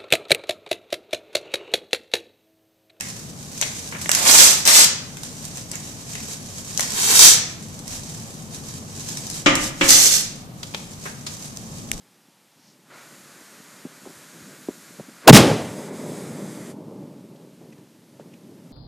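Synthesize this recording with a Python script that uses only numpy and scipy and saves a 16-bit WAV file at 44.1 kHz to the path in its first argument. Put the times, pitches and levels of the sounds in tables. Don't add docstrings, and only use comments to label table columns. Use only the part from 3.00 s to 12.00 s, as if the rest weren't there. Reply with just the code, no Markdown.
import sys
import numpy as np
from scipy import signal
from scipy.fft import rfft, irfft, next_fast_len
from scipy.io import wavfile
from scipy.ndimage import map_coordinates

SR = 44100
rng = np.random.default_rng(int(sys.argv[2]) if len(sys.argv) > 2 else 0)


def inscribe(sig):
    pcm = np.round(np.clip(np.atleast_2d(sig).T, -1, 1) * 32767)
    wavfile.write(sys.argv[1], SR, pcm.astype(np.int16))


N = 396900


def amp(db):
    return 10 ** (np.asarray(db) / 20)


def unit(x):
    return x / np.sqrt(np.mean(x ** 2) + 1e-20)


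def along(points, hz):
    f, v = np.transpose(points)
    return np.interp(np.log(hz + 1), np.log(f + 1), v)


def wobble(rate, n):
    return map_coordinates(rng.standard_normal(int(n * rate / SR) + 4), [np.arange(n) * rate / SR])


def filtered(x, response):
    n = x.shape[-1]
    m = next_fast_len(n + 8192)
    return irfft(rfft(x, m) * response(np.fft.rfftfreq(m, 1 / SR)), m)[..., :n]


def coloured(x, spectrum, size=2048):
    log_gain = np.log(amp(along(spectrum, np.fft.rfftfreq(size, 1 / SR))))
    cepstrum = irfft(log_gain)
    cepstrum[1:size // 2] *= 2
    cepstrum[size // 2 + 1:] = 0
    kernel = irfft(np.exp(rfft(cepstrum)))
    return signal.fftconvolve(x, kernel[None] / np.linalg.norm(kernel), axes=1)[:, :x.shape[1]]


# frequency in Hz, left-right correlation.
LIKENESS = [(40, 0.88), (140, 0.9), (350, 0.79), (700, 0.74), (1200, -0.26), (2200, -0.19), (4000, 0.35),
            (12000, -0.17)]


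def pair(n):
    def turn(hz):
        return np.arccos(np.clip(along(LIKENESS, hz), -1, 1)) / 2

    def mid_side_gains(hz):
        return np.array([np.cos(turn(hz)), np.sin(turn(hz))])

    mid, side = filtered(rng.standard_normal((2, n)), mid_side_gains)
    return np.array([mid + side, mid - side])


def spaced(n, lead):
    ears = np.array([[1], [-1]])
    return filtered(rng.standard_normal(n), lambda hz: np.exp(1j * np.pi * hz * lead * ears))


def crackle(n, rate, spread_db, life):
    struck = rng.random(n) < rate / SR
    sizes = amp(abs(spread_db) * np.minimum(rng.exponential(size=n), 4)) * struck
    energy = signal.lfilter([1], [1, -np.exp(-2 / (life * SR))], sizes ** 2)
    return unit(np.sqrt(energy))


def add(track, s, sound):
    at = max(round(s * SR), 0)
    track[:, at:at + sound.shape[1]] += sound[:, :max(N - at, 0)]


# time in seconds, relative level in dB.
PULLS = [
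    [(1.165, -27), (1.235, -22.5), (1.277, -14.5), (1.399, -8), (1.477, -13), (1.63, -35)],
    [(1.655, -20), (1.681, -15), (1.709, -13.5), (1.803, -9), (1.84, -14)],
    [(3.93, -35.5), (3.982, -24.5), (4.19, -12.5), (4.194, -10.5), (4.242, -5.5), (4.306, -11.5),
     (4.385, -31.5)],
    [(6.885, -17.5), (6.907, -11), (6.959, -14.5), (7.075, -15), (7.099, -20), (7.153, -17.5), (7.28, -42)],
]
# left microphone's lead in seconds, left-right balance
# in dB, flutter resonance in Hz, pitch of the rasp as a ratio, rasp level in dB, flutter level in dB.
HOLDS = [(.00036, -1, 790, 0.895, 0, -12.5), (-.00034, 0.5, 1130, 0.94, -0.5, -13.5),
         (.0003, 0.5, 740, 0.833, -1.5, -21.5), (-.00018, -0.5, 510, 0.86, -7.5, -21.5)]
# Hz, level in dB per Hz.
FIBRE_SPECTRUM = [(300, -38), (1500, -19), (2800, -11), (4000, -6.5), (5200, -3), (6100, 0), (6900, -2),
                  (7900, -2), (9500, -9.5), (11500, -11.5), (14500, -16)]
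# frequency in Hz, level in dB per Hz.
SHEET_SPECTRUM = [(60, -40), (200, -11), (700, -5), (1300, -1), (1900, 1), (2700, 4), (3500, 1.5),
                  (4600, 2.5), (6500, 4.5), (9000, -22.5)]
HISS_DB = 3.5
RASP_GROWS, FLUTTER_GROWS = 0.99, 0.7
RASP_FADE_DB, FLUTTER_FADE_DB = 11, 15.5
RELEASE_S = 0.021


def tears():
    track = np.zeros((2, N))
    for rows, (lead, pan_db, hz, pitch, rasp_db, flutter_db) in zip(PULLS, HOLDS):
        start, end = rows[0][0], rows[-1][0]
        t = np.arange(start, end + .15, 1 / SR)
        n = len(t)
        pull_db = np.interp(t, *np.transpose(rows))
        torn = (t - start) / (end - start)
        release = np.exp(-np.maximum(t - end, 0) / RELEASE_S)
        hiss = release * amp(HISS_DB + pull_db)
        rasp = release * amp(rasp_db + RASP_GROWS * pull_db - RASP_FADE_DB * torn)
        flutter = release * amp(flutter_db + FLUTTER_GROWS * pull_db - FLUTTER_FADE_DB * torn)
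        grain = spaced(n, lead) + amp(-0.5) * pair(n)
        breaks = unit(grain * crackle(n, rate=3300, spread_db=0.5, life=0.00029))
        jumps = unit(amp(-14) + crackle(n, rate=350, spread_db=0.5, life=0.0022))
        sound = coloured(breaks * hiss * amp(0.52 * wobble(61, n)), FIBRE_SPECTRUM)
        sound += coloured(breaks * jumps * rasp, np.multiply(SHEET_SPECTRUM, [pitch, 1]))
        lumps = unit(amp(4 * np.tanh(wobble(45, n))))
        panel = [(hz / 6, -22), (hz / 2, -5), (hz, 0), (hz * 2, -5), (hz * 5, -22)]
        sound += coloured(breaks * flutter * lumps, panel)
        balanced = sound * amp([[pan_db / 2], [-pan_db / 2]])
        padded = np.pad(balanced, ((0, 0), (0, SR // 2)))
        add(track, start, amp(-2.5) * room(padded, wet_db=-5, early_db=-1.5))
    return track


# start in seconds, relative level in dB,
# hollow flap in dB relative to the crack (before a common trim), left-right balance in dB.
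SHEET_SNAPS = [(0.0084, -14, -1, -2.5), (0.6134, -8, -11, 1), (0.6231, -21.5, 9.5, 1),
               (1.0926, -6.5, 0.5, -2.5), (1.1157, -2.5, -30, -5), (1.1496, -1, -14, 0),
               (1.653, -7.5, -13, 0), (1.6755, 4, -8, 7), (1.8443, -2.5, -17, 6), (2.17, -24.5, 2.5, 1.5),
               (2.234, -20.5, -8.5, -5), (2.4522, -23.5, -20, -9), (2.5718, -22.5, -2.5, 4),
               (2.7153, -18, -8, 2), (2.7552, -22, -1, -3), (3.1532, -22, 1.5, 1), (3.7757, -10, -25, 1.5),
               (3.7949, -10.5, 2.5, 1.5), (3.807, -8, -34, 0), (3.905, -19, -20, -8), (4.1924, 6, -17, 1),
               (4.7912, -26, -14, 6), (4.8787, -21.5, -10, -4), (6.172, -21, -13, 5), (6.268, -21, -20, 2),
               (6.3005, -19, -20, 5), (6.554, -9, -21, -4), (6.8911, 0, -20, 6), (6.9052, 6.5, -28, 3)]
# Hz, level in dB per Hz.
FLAP_SPECTRUM = [(150, -20), (550, -5), (1100, -6), (1500, -7), (2200, 2), (3200, -2), (4500, -5),
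                 (6500, -15), (12000, -35)]
SNAP_T60_S = 0.011


def snaps():
    track, t = np.zeros((2, N)), np.arange(SR // 3) / SR
    for s, db, flap_db, pan_db in SHEET_SNAPS:
        burst = pair(len(t)) * amp(-60 * np.maximum(t - .0007, 0) / SNAP_T60_S)
        crack = coloured(burst, FIBRE_SPECTRUM)
        flap = amp(flap_db - 2.5) * coloured(burst, FLAP_SPECTRUM)
        balance = amp([[pan_db / 2], [-pan_db / 2]])
        add(track, s, amp(db - 3) * balance * room(crack + flap, wet_db=-4, early_db=-9.5))
    return track


# fastest moment in seconds, relative level in dB, length in seconds.
HAND_SLIDES = [(-0.002, -32.5, 0.33), (0.55, -39, 0.14), (0.714, -32, 0.29), (1.064, -32.5, 0.14),
               (1.15, -23, .05), (2.245, -38.5, 0.096), (2.53, -37, 0.27), (2.838, -37, 0.25),
               (3.2, -34.5, 0.28), (3.331, -28.5, 0.048), (3.596, -35.5, 0.16), (3.85, -29, 0.21),
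               (4.938, -30, 0.08), (5.13, -38, 0.29), (5.545, -35.5, .06), (5.7, -39, 0.2),
               (6.13, -32.5, 0.32), (6.365, -32, 0.079), (6.64, -22, 0.06), (6.88, -19.5, 0.086),
               (8.08, -38, 0.084), (8.39, -38, 0.19), (8.805, -46, .3), (8.934, -32, 0.016)]
# frequency in Hz, level in dB per Hz.
RUSTLE_SPECTRUM = [(300, -12.5), (1400, -12.5), (2200, -11.5), (3100, -11), (4500, -7.5), (6200, -2),
                   (8200, -5), (9500, -11), (12000, -14), (14500, -21.5)]
HOLD_DB = -43
STILL_S, STILL_LENGTH_S = 7.5, 0.2


def rustle():
    t = np.arange(N) / SR

    def bell(s, length):
        return np.exp(-(2 * (t - s) / length) ** 2)

    held = amp(HOLD_DB) * (1 - bell(STILL_S, STILL_LENGTH_S))
    moves = sum(amp(db) ** 2 * bell(s, length) for s, db, length in HAND_SLIDES)
    level = np.sqrt(held ** 2 + moves)
    crinkles = crackle(N, rate=160, spread_db=3.5, life=0.0034)
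    grain = pair(N) * (amp(-3.5) + amp(-10.5) * crinkles)
    flicker = amp(1.5 * wobble(22, N))
    return level * flicker * coloured(grain, RUSTLE_SPECTRUM)


# start in seconds, relative level in dB.
TABLE_KNOCKS = [(6.4602, -11), (6.8104, -16.5)]
# frequency in Hz, relative level in dB, 60 dB decay time in seconds.
TABLE_MODES = [(270.6, 0.5, 0.27), (298, 2.5, 0.17), (348.4, -2.5, 0.31), (538, 1.5, 0.23), (583, -3, 0.28),
               (1030, -21, .3), (1205, -8, 0.19), (1222, -19.5, 2.7), (1450, -8, 0.19), (1700, -5, 0.52),
               (1820, -4, 0.35), (1970, -3, 0.28), (2210, -16, 0.3), (2700, -15, .24), (2980, -6, .24)]
# frequency in Hz, level in dB per Hz.
THUD_SPECTRUM = [(40, -24), (95, -8), (190, -4), (280, 4), (420, -14.5), (550, -9.5), (800, -5), (1250, 1),
                 (1500, -4), (2200, 1), (3100, -2.5), (4300, -13), (7000, -13), (14000, -47)]


def knocks():
    n = SR * 3 // 2
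    track, t = np.zeros((2, N)), np.arange(n) / SR
    for s, db in TABLE_KNOCKS:
        ring = np.zeros((2, n))
        for hz, level_db, t60 in TABLE_MODES:
            delay = rng.uniform(0, 0.00035, (2, 1))
            phase = 2 * np.pi * (hz * (t - delay) + rng.random())
            buzz = .8 * wobble(70, n) * np.exp(-t / .25)
            ring += amp(level_db - 60 * t / t60) * np.sin(phase + buzz)
        thud = coloured(pair(n) * amp(-60 * t / 0.17), THUD_SPECTRUM)
        onset = 1 - np.exp(-t / 0.00055)
        add(track, s, amp(db) * (amp(-11.5) * ring + amp(3.5) * thud) * onset)
    return track


# start in seconds, relative level in dB,
# centre frequency in Hz, 60 dB decay time in seconds.
TABLE_TAPS = [(0.625, -12.5, 3530, 0.056), (0.922, -25, 1910, 0.14), (0.945, -26, 1690, 0.22),
              (1.013, -21.5, 7360, 0.12), (1.058, -14.5, 2070, 0.021), (2.734, -29, 2100, 0.12),
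              (7.63, -17.5, 4530, 0.036), (7.739, -18.5, 2620, 0.017), (7.746, -8.5, 3340, 0.017),
              (8.055, -24.5, 1630, 0.18), (8.265, -20, 4900, 0.095)]


def taps():
    track, t = np.zeros((2, N)), np.arange(SR // 10) / SR
    for s, db, hz, t60 in TABLE_TAPS:
        puff = pair(len(t)) * amp(-60 * t / t60) * (1 - np.exp(-t / 0.0008))
        resonance = [(hz / 12, -12), (hz / 4, -5), (hz * 0.4, -8), (hz, 0), (hz * 1.72, -9), (hz * 3, -24)]
        add(track, s, amp(db - 4.5) * coloured(puff, resonance))
    return track


# start in seconds, relative level in dB,
# hollow body in dB relative to the crack.
NEAR_CLICKS = [(8.572, -20.5, -19), (8.916, -7, -3), (8.979, -24, -15)]


def clicks():
    track, t = np.zeros((2, N)), np.arange(SR // 20) / SR
    for s, db, body_db in NEAR_CLICKS:
        burst = pair(len(t)) * amp(-60 * t / 0.007)
        crack = coloured(burst, FIBRE_SPECTRUM)
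        body = amp(body_db) * coloured(burst, FLAP_SPECTRUM)
        add(track, s, amp(db - 0.5) * (crack + body))
    return track


# start in seconds, level in dB, 60 dB decay time in seconds.
SOFT_BUMPS = [(4.879, -42, 0.64), (6.469, -37, 1.4), (6.821, -36, 1.5), (8.91, -33, 0.3)]


def bumps():
    track, t = np.zeros((2, N)), np.arange(SR) / SR
    deep = [(15, -7), (36, -3), (70, -16.5), (150, -21), (500, -38), (2000, -74)]
    for s, db, t60 in SOFT_BUMPS:
        push = pair(len(t)) * amp(-60 * t / t60) * (1 - np.exp(-t / .005))
        add(track, s, amp(db) * coloured(push, deep, size=8192))
    return track


# time in seconds, relative level in dB.
RUMBLE_SWELL = [(0, -42), (1, -40), (3.6, -41), (4.4, -40), (6.5, -39.5), (8.3, -42.5), (9, -38)]
# frequency in Hz, level in dB per Hz.
RUMBLE_SPECTRUM = [(15, -29.5), (25, -13), (59, -16), (94, -5), (149, -4), (222, -8.5), (245, -8),
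                   (279, -10), (314, -13.5), (437, -16.5), (498, -17.5), (832, -20.5), (965, -26.5),
                   (1050, -23), (1300, -25.5), (1690, -77.5), (2860, -120)]
# centre in Hz, width in Hz, relative level in dB.
ROOM_BOOMS = [(85, 8.2, -8.5), (110, 16, -5.5), (145.1, 4.1, 2.5), (166.6, 16, -2.5), (220, 17.4, -2.5)]
# frequency in Hz, level in dB per Hz.
AIR_SPECTRUM = [(500, -15.5), (1200, 0.5), (2500, -3.5), (6300, -6), (10000, -6), (14500, -9)]


def background():
    swell = amp(np.interp(np.arange(N) / SR, *np.transpose(RUMBLE_SWELL)))

    def resonances(f):
        total = 0
        for k, (centre, width, db) in enumerate(ROOM_BOOMS):
            band = 1j * f * width / (centre * centre - f * f + 1j * f * width)
            total = total + amp(db) * band * (-1) ** k
        return total

    booms = unit(filtered(pair(N), resonances))
    low = unit(coloured(pair(N), RUMBLE_SPECTRUM)) + amp(-3.0) * booms
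    balance = amp([[.9], [-.9]])
    return swell * low * balance + amp(-50) * coloured(pair(N), AIR_SPECTRUM)


# frequency in Hz, 60 dB decay time in seconds.
ROOM_DECAY = [(150, 0.78), (700, 0.64), (2000, 0.64), (6000, 0.48), (13000, 0.19)]


def room(x, wet_db, early_db):
    hz, t, z = signal.stft(pair(SR * 3 // 4), SR, nperseg=256)
    decay = amp(-60 * t / along(ROOM_DECAY, hz)[:, None])
    tail = signal.istft(z * decay, SR, nperseg=256)[1]
    t = np.arange(tail.shape[1]) / SR
    tail = tail * (1 - np.exp(-(t / 0.003) ** 2))
    hits = rng.standard_normal(tail.shape) * (rng.random(tail.shape) < 700 / SR)
    walls = hits * (t > .001) * np.exp(-t / 0.0034)
    answer = (amp(wet_db) * unit(tail) + amp(early_db) * unit(walls)) / np.sqrt(len(t))
    return x + signal.fftconvolve(x, answer, axes=1)[:, :x.shape[1]]


def scene():
    sliding = amp(-1.5) * room(rustle(), wet_db=-10.5, early_db=-4.0)
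    table = room(taps(), wet_db=-9.5, early_db=-11.5) + room(knocks(), wet_db=-3.5, early_db=-8)
    return tears() + sliding + snaps() + table + clicks() + bumps() + background()


TOP_HZ = 14600


def record(dry):
    rounded = dry / (1 + np.abs(dry / 1.15) ** 6) ** (1 / 6)
    return filtered(rounded, lambda hz: 1 / (1 + (hz / TOP_HZ) ** 200))


dry = scene()
out = record(dry)
inscribe(out)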